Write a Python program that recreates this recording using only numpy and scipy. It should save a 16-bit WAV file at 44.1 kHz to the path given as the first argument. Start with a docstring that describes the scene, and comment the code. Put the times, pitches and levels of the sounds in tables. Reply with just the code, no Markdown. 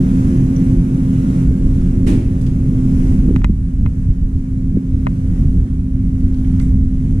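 """A motor with a six-blade fan hums in a workshop: shaft harmonics, cabinet drone, a rush of air.
Someone handles a sheet-metal hatch, camera in the other hand; small parts tick and the room echoes.
The moving camera rumbles and jolts; fingers thump and click on its case. Air escapes in one short hiss.
Hard jolts make the camera's gain control duck everything; the hum then creeps back up."""
import sys
import numpy as np
from scipy import signal
from scipy.fft import rfft, irfft, next_fast_len
from scipy.io import wavfile
from scipy.ndimage import uniform_filter1d, minimum_filter1d, map_coordinates

SR = 44100
rng = np.random.default_rng(int(sys.argv[2]) if len(sys.argv) > 2 else 0)


def unload_wav(signal):
    """Save mono or channel-first audio to the path in sys.argv[1] as 16-bit WAV at rate SR, clipped to [-1, 1]."""
    wavfile.write(
        sys.argv[1],
        SR,
        np.round(np.clip(np.atleast_2d(signal).T, -1, 1) * 32767).astype(np.int16),
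    )


N = 317520

# motor tones: multiple of shaft speed, level/dB re blade tone
SHAFT_TONES = [(2, -15), (3, -6), (4, -4.5), (5, -17), (6, 0), (7, -30), (8, -18.5), (10, -31), (12, -28.5),
               (14, -40.5)]
# fan speed: t/s, blade-pass f/Hz
BLADE_PASS_HZ = [(0, 261.9), (1.3, 262), (1.9, 263.2), (3.5, 260.6), (5, 262.1), (7.2, 260.4)]
# hum as the camera moves round the cabinet: t/s, level/dB, high-harmonic gain/dB
HUM_DB = [(0, -15, -1), (1, -15, -1), (1.8, -17, 5.5), (2.3, -16.5, -1.5), (2.8, -15.5, -8.5),
          (3.8, -15.5, -3.5), (4.5, -11.5, -4.5), (5.3, -13, -3.5), (5.7, -15.5, -8), (6.5, -12, -10.5),
          (7.2, -16.5, -7)]
# cabinet drone spectrum: f/Hz, relative density/dB
DRONE_SPECTRUM = [(30, -23), (100, -4), (130, 1), (150, -2), (175, 1.5), (225, -4.5), (280, -11),
                  (350, -18), (450, -26.5), (600, -37.5), (800, -45.5), (1500, -84)]
# drone at the moving camera: t/s, level/dB
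DRONE_DB = [(0, -14.5), (1.5, -16), (3.1, -15), (4.2, -15), (5.4, -13.5), (6.3, -17.5), (7.2, -17)]
# air rush, in phase at both microphone ports: f/Hz, relative density/dB
RUSH_MID_SPECTRUM = [(200, -9.5), (600, 3), (1000, 0), (1600, -1), (2200, -2.5), (3000, -6.5),
                     (4500, -12.5), (6200, -9), (7500, -10.5), (9800, -11), (11500, -17.5), (13500, -21.5),
                     (15000, -34.5)]
# air rush, antiphase between the ports: f/Hz, relative density/dB
RUSH_SIDE_SPECTRUM = [(100, 10), (350, 14), (600, 12.5), (1000, 9), (1500, 4.5), (2100, 1), (2800, -8.5),
                      (4200, -15), (6200, -7.5), (7500, -10.5), (9800, -11), (11500, -17), (13500, -20.5),
                      (15000, -40)]
# air rush at the moving camera: t/s, level/dB
RUSH_DB = [(0, -36.5), (1.1, -38), (1.5, -37), (1.9, -39), (2.6, -39.5), (3.1, -37), (4.2, -36),
           (4.9, -36.5), (5.4, -34.5), (5.85, -40.5), (6.4, -37.5), (7.2, -39.5)]
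# handling rumble spectrum: f/Hz, relative density/dB
RUMBLE_SPECTRUM = [(6, -19), (20, -1), (55, -1), (90, -4.5), (130, -12.5), (200, -15), (300, -36),
                   (500, -51.5), (900, -87.5)]
# rumble from the restless hand: t/s, level/dB
RUMBLE_DB = [(0, -16), (1.4, -19.5), (1.9, -10), (2.8, -15.5), (3.6, -2.5), (4.3, -6.5), (4.5, -5.5),
             (5.2, -8.5), (5.9, -7.5), (7.2, -9)]
# hand at rest: t/s, length/s, rumble dip/dB
HAND_RESTS = [(3.714, 0.035, 7), (3.952, 0.032, 12), (4.464, 0.07, 8), (4.817, 0.048, 31),
              (5.687, 0.036, 16), (5.893, 0.03, 7), (6.396, 0.086, 3.5), (7.01, .07, 1)]
# camera jolts: t/s, length/s, rumble/dB, rub/dB
CAMERA_JOLTS = [(0.791, 0.036, -8, -36), (1.497, 0.075, -8, -26), (1.686, 0.073, -3.5, -20),
                (2.14, 0.089, -11.5, -13), (3.135, 0.1, -22, -16), (3.29, 0.095, -11.5, -10),
                (3.476, 0.078, 2.5, -24), (3.839, 0.057, 0, -13.5), (4.097, 0.047, 4, -16),
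                (4.239, 0.064, -0.5, -22), (4.368, 0.024, 2.5, -19), (4.751, 0.028, 3, -12),
                (4.94, 0.04, -6, -19), (5.316, 0.078, -8.5, -17.5), (5.462, 0.068, -1.5, -16),
                (5.587, 0.078, -3, -13.5), (6.244, 0.034, -5.5, -21), (6.763, 0.12, -5.5, -22)]
# hand rubbing the case: f/Hz, relative density/dB
RUB_SPECTRUM = [(80, -18.5), (170, 10), (300, -1), (430, -14), (600, -29), (1000, -41), (1800, -47),
                (3500, -65.5), (6000, -90)]
# small parts ticking: t/s, level/dB, centre f/Hz, width/octaves, t60/s
PART_TICKS = [(.563, -36.5, 6030, 0.06, 0.028), (.564, -45, 3300, .06, .03),
              (2.413, -39.5, 10700, 1, 0.067), (2.465, -36.5, 4720, 1, 0.074),
              (4.107, -36, 2200, 1.1, 0.056), (4.775, -40, 1400, .3, 0.012), (6.206, -40, 4297, 0.8, 0.028),
              (6.343, -35, 3880, 0.4, 0.015), (6.387, -42, 4000, 0.18, .025),
              (6.447, -37, 2600, 0.5, 0.038), (6.598, -28.5, 5600, 1, 0.02),
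              (6.599, -37, 1050, 0.42, 0.088), (6.601, -28.5, 2100, 0.092, 0.034),
              (6.611, -42, 8600, 0.4, 0.2)]
# resonances of the parts: f/Hz, width/Hz, gain/dB
PART_MODES = [(2000, 680, 16), (3400, 880, -4.5), (4600, 640, -2.5)]
# workshop decay: f/Hz, t60/s
ROOM_T60_S = [(200, .5), (2000, 0.51), (10000, 0.28)]
# finger thumps on the case: peak t/s, level/dB, f/Hz, half length/s
FINGER_THUMPS = [(1.515, -18.5, 390, 0.002), (3.293, -13, 345, 0.0031), (3.312, -5, 322, 0.0027),
                 (3.318, -5, 196, 0.0053), (3.353, 1, 205, 0.004), (3.369, 6, 158, 0.0045),
                 (3.409, -6, 220, 0.0027), (3.451, 4.5, 184, .0035), (3.502, 7.5, 203, 0.0041),
                 (4.7718, -14, 410, 0.0032), (4.7752, 5.5, 226.7, 0.0034)]
# escaping air: f/Hz, relative density/dB
JET_SPECTRUM = [(100, -22.5), (200, 27), (320, 27.5), (450, 11.5), (700, 0.5), (1200, -9), (2300, -4.5),
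                (4500, -14), (7000, -13), (10000, -14), (12000, -25), (15000, -30)]
# finger clicks on the case: t/s, level/dB, contact corner f/Hz, ring pitch ratio
FINGER_CLICKS = [(3.3621, -9.5, 4770, .965), (3.418, -15.5, 2800, .92), (3.4449, 3, 5400, 1.0),
                 (3.8623, -7, 2800, 1.02), (5.0691, 1, 1900, 1.02)]
# camera case modes: f/Hz, level/dB, t60/s
CASE_MODES = [(630, -10.5, 0.041), (975, -3.5, 0.016), (1180, -10, 0.011), (1450, -12, 0.013),
              (1790, -5, 0.014), (2047, -10, 0.027), (2480, -10.5, 0.017), (2820, -16.5, 0.01),
              (3800, -21.5, 0.02), (5730, -19.5, 0.0069), (6700, -15, .008), (7660, -19.5, 0.0091)]
# right port's lag for case-borne clicks: f/Hz, phase/rad
PORT_LAG_RAD = [(300, 2.2), (600, 3.4), (1000, 4.33), (1350, 5.76), (1700, 2.44), (2200, 1.4)]


def amp(db):
    """Decibels to gain."""
    return 10 ** (np.asarray(db) / 20)


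def unit_rms(x):
    """Scale to rms 1."""
    return x / np.sqrt(np.mean(x ** 2) + 1e-20)


def log_interp(points, hz):
    """Read (f/Hz, value) points on a log axis."""
    knots_hz, values = np.transpose(points)
    return np.interp(np.log(hz + 1), np.log(knots_hz + 1), values)


def curves(rows):
    """One value per sample for each column after t/s."""
    knots_s, *columns = np.transpose(rows)
    return [np.interp(np.arange(N) / SR, knots_s, column) for column in columns]


def wobble(rate_hz):
    """Smooth random curve, rate_hz knots a second."""
    knots = rng.standard_normal(int(N * rate_hz / SR) + 4)
    return map_coordinates(knots, [np.arange(N) * rate_hz / SR])


def filtered(x, response):
    """Apply a frequency response."""
    size = next_fast_len(x.shape[-1] + SR // 4)
    return irfft(rfft(x, size) * response(np.fft.rfftfreq(size, 1 / SR)), size)[..., :x.shape[-1]]


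def noise(spectrum):
    """Noise with the given spectrum."""
    return filtered(rng.standard_normal(N), lambda hz: amp(log_interp(spectrum, hz)))


def steady(x, span_s):
    """Level a noise over span_s, to rms 1."""
    power = signal.fftconvolve(x ** 2, signal.windows.hann(int(span_s * SR)), "same")
    return unit_rms(x / np.sqrt(np.abs(power) + 1e-12))


def patchy(x, depth_db):
    """Narrow bands swell and sink independently."""
    bands = signal.stft(x, nperseg=1024)[2]
    field = uniform_filter1d(rng.standard_normal(bands.shape), size=5, axis=0)
    field = uniform_filter1d(field, size=12, axis=1)
    return signal.istft(bands * amp(depth_db * unit_rms(field)), nperseg=1024)[1][:N]


def add(track, at_s, sound):
    """Mix a sound into a track."""
    part = track[..., round(at_s * SR):][..., :sound.shape[-1]]
    part += sound[..., :part.shape[-1]]


def swell(at_s, length_s):
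    """Gaussian of height 1 around at_s."""
    out, t = np.zeros(N), np.arange(round(4 * length_s * SR)) / SR
    add(out, max(at_s - 2 * length_s, 0), np.exp(-(2 * (t / length_s - 2)) ** 2))
    return out


def motor(blades=6, waver_db=2.5, blade_waver_db=0.67, drift_rad=0.75):
    """Shaft harmonics: the blade tone stands firm, the others waver; high ones beam forward."""
    blade_hz, = curves(BLADE_PASS_HZ)
    hum_db, bright_db = curves(HUM_DB)
    shaft_rad = 2 * np.pi * np.cumsum(blade_hz / blades) / SR
    hum = np.zeros(N)
    for order, db in SHAFT_TONES:
        firm = order == blades
        sway = amp((blade_waver_db if firm else waver_db) * wobble(7))
        drift = 0 if firm else drift_rad * np.sqrt(order / blades) * wobble(6)
        beam = amp(bright_db) if order > blades else 1
        hum += amp(db) * sway * beam * np.sin(order * shaft_rad + drift + rng.uniform(0, 2 * np.pi))
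    return amp(hum_db) * hum


def cabinet_drone():
    """The hollow cabinet drones evenly, softer as the camera turns away."""
    return amp(curves(DRONE_DB)[0]) * steady(noise(DRONE_SPECTRUM), span_s=0.2)


def air_rush(whine_hz=6148, sway_db=0.6):
    """Broad, slightly patchy rush with a thin whine; both differ between the ports."""
    level = amp(curves(RUSH_DB)[0] + sway_db * wobble(5))
    mid = patchy(noise(RUSH_MID_SPECTRUM), depth_db=1.5)
    side = noise(RUSH_SIDE_SPECTRUM)
    rush = unit_rms(np.array([mid + side, mid - side]))
    whine_level = amp(-38 + 2 * wobble(12))
    whine = whine_level * np.sin(2 * np.pi * whine_hz * np.arange(N) / SR + wobble(25))
    return level * (rush + np.array([2.2 * whine, -.8 * whine]))


def handling_rumble(unrest_db=1.0):
    """The held camera rumbles, less when the hand rests; each jolt adds a swell and a dull rub."""
    rest_db = sum(depth_db * swell(at_s, length_s) for at_s, length_s, depth_db in HAND_RESTS)
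    holding = amp(curves(RUMBLE_DB)[0] + unrest_db * wobble(12) - rest_db)
    jolt_power = sum(amp(db) ** 2 * swell(at_s, length_s) for at_s, length_s, db, _ in CAMERA_JOLTS)
    rub_power = sum(amp(db) ** 2 * swell(at_s, length_s) for at_s, length_s, _, db in CAMERA_JOLTS)
    rumble = np.sqrt(holding ** 2 + jolt_power) * steady(noise(RUMBLE_SPECTRUM), span_s=0.2)
    rub = np.sqrt(rub_power) * steady(noise(RUB_SPECTRUM), span_s=0.042)
    return rumble + rub


def part_ticks(top_hz=11500):
    """Light contacts: short band-limited bursts excite the parts' resonances."""
    out, t = np.zeros((2, N)), np.arange(SR // 4) / SR
    body = lambda f: 1 + sum(amp(db) / (1 + ((f - hz) / (width_hz / 2)) ** 2)
                             for hz, width_hz, db in PART_MODES)
    rolloff = lambda f: 1 / (1 + (f / top_hz) ** 6)
    for at_s, db, centre_hz, octaves, t60_s in PART_TICKS:
        contact = lambda f: np.exp(-.5 * (np.log2((f + 1) / centre_hz) / octaves) ** 2)
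        burst = filtered(rng.standard_normal((2, len(t))), lambda f: contact(f) * body(f) * rolloff(f))
        add(out, at_s, amp(db - 60 * t / t60_s) * unit_rms(burst))
    return out


def room_echo(x):
    """Diffuse workshop echo, shorter in the treble."""
    hz, t, bands = signal.stft(rng.standard_normal((2, SR // 2)), SR, nperseg=256)
    decay = amp(-60 * t / log_interp(ROOM_T60_S, hz)[:, None])
    tail = signal.istft(bands * decay, SR, nperseg=256)[1]
    return signal.fftconvolve(x, tail / np.linalg.norm(tail[0]), axes=1)[:, :N]


def finger_thumps(sag_per_s=105):
    """A soft pad pushes the case: one or two low cycles, pitch sagging as the pad flattens."""
    out, t = np.zeros(N), np.arange(-SR // 50, SR // 50) / SR
    for peak_s, db, hz, half_s in FINGER_THUMPS:
        cycles = hz * (1 - np.exp(-sag_per_s * t)) / sag_per_s
        envelope = amp(db) * np.exp(-(t / half_s) ** 2)
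        add(out, peak_s + t[0], envelope * np.cos(2 * np.pi * cycles))
    return out


def air_jet(start_s=2.063, rise_s=0.0083, bright_t60_s=0.49, dull_t60_s=0.69, split_hz=3500):
    """Air escapes suddenly; as pressure falls, the top of the hiss dies first."""
    t = np.maximum(np.arange(N) / SR - start_s, 0)
    side_gain = lambda hz: amp(log_interp([(350, -16.0), (800, 7.0), (2000, 0.5), (4000, -2)], hz))
    mid = noise(JET_SPECTRUM)
    side = filtered(noise(JET_SPECTRUM), side_gain)
    hiss = unit_rms(np.array([mid + side, mid - side]))
    dull = filtered(hiss, lambda hz: 1 / (1 + (hz / split_hz) ** 2))
    fading = dull * amp(-60 * t / dull_t60_s) + (hiss - dull) * amp(-60 * t / bright_t60_s)
    return amp(-9.5) * (1 - np.exp(-t / rise_s)) * fading


def finger_clicks(push_s=0.00011, crack_t60_s=0.021, rebound_s=.0048, rebound_db=-15, right_db=-2.5):
    """Sharp push, crack, brief case ring, faint rebound; weaker and phase-shifted at the right port."""
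    out, t = np.zeros((2, N)), np.arange(SR // 10) / SR
    mode_hz, mode_db, t60_s = np.transpose(CASE_MODES)[:, :, None]
    push = amp(-1) * t / push_s * np.exp(1 - t / push_s)
    for at_s, db, corner_hz, pitch in FINGER_CLICKS:
        for port in out:
            envelopes = amp(mode_db + rng.standard_normal(mode_hz.shape) - 60 * t / t60_s)
            ring = np.sum(envelopes * np.sin(2 * np.pi * pitch * mode_hz * t), axis=0)
            crack = amp(-18 - 60 * t / crack_t60_s) * rng.standard_normal(len(t))
            click = filtered(crack - ring - push, lambda f: 1 / (1 + 1j * f / corner_hz) ** 2)
            add(port, at_s, amp(db) * click)
            add(port, at_s + rebound_s, amp(db + rebound_db) * click)
    left, right = out
    right = filtered(right, lambda f: np.exp(-1j * log_interp(PORT_LAG_RAD, f)))
    return np.array([left, amp(right_db) * right])


def gain_control(x, threshold_db=-10, window_s=0.088, recover_db_per_s=3.5):
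    """Gain drops at once by the excess over threshold, then recovers at a steady rate."""
    power = uniform_filter1d(np.mean(x ** 2, axis=0), int(window_s * SR))
    excess_db = np.maximum(10 * np.log10(np.abs(power) + 1e-12) - threshold_db, 0)
    recovery_db = recover_db_per_s * np.arange(N) / SR
    return x * amp(recovery_db - np.maximum.accumulate(excess_db + recovery_db))


def limiter(x, ceiling=.94, hold_samples=SR // 80):
    """Brief, smooth gain dips hold peaks to the ceiling."""
    needed_gain = ceiling / np.maximum(np.abs(x).max(axis=0), ceiling)
    return x * uniform_filter1d(minimum_filter1d(needed_gain, hold_samples), hold_samples)


def scene(left_lag_s=0.00014, echo_db=-6.0):
    """Stereo mix: low sounds reach the left port later; only the ticks echo."""
    ticks = part_ticks()
    bass = motor() + cabinet_drone() + handling_rumble() + finger_thumps()
    bass_left = filtered(bass, lambda hz: np.exp(-2j * np.pi * hz * left_lag_s))
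    direct = np.array([bass_left, bass]) + air_rush() + air_jet() + finger_clicks() + ticks
    return direct + amp(echo_db) * room_echo(ticks)


def record(dry, top_hz=15000):
    """Slightly more sensitive right port, gain control, limiter, end fades, steep low-pass."""
    ports = dry * amp([[-.4], [.4]])
    faded = limiter(gain_control(ports)) * signal.windows.tukey(N, .002)
    return signal.sosfilt(signal.ellip(12, .1, 100, top_hz, fs=SR, output="sos"), faded)


dry = scene()
out = record(dry)
unload_wav(out)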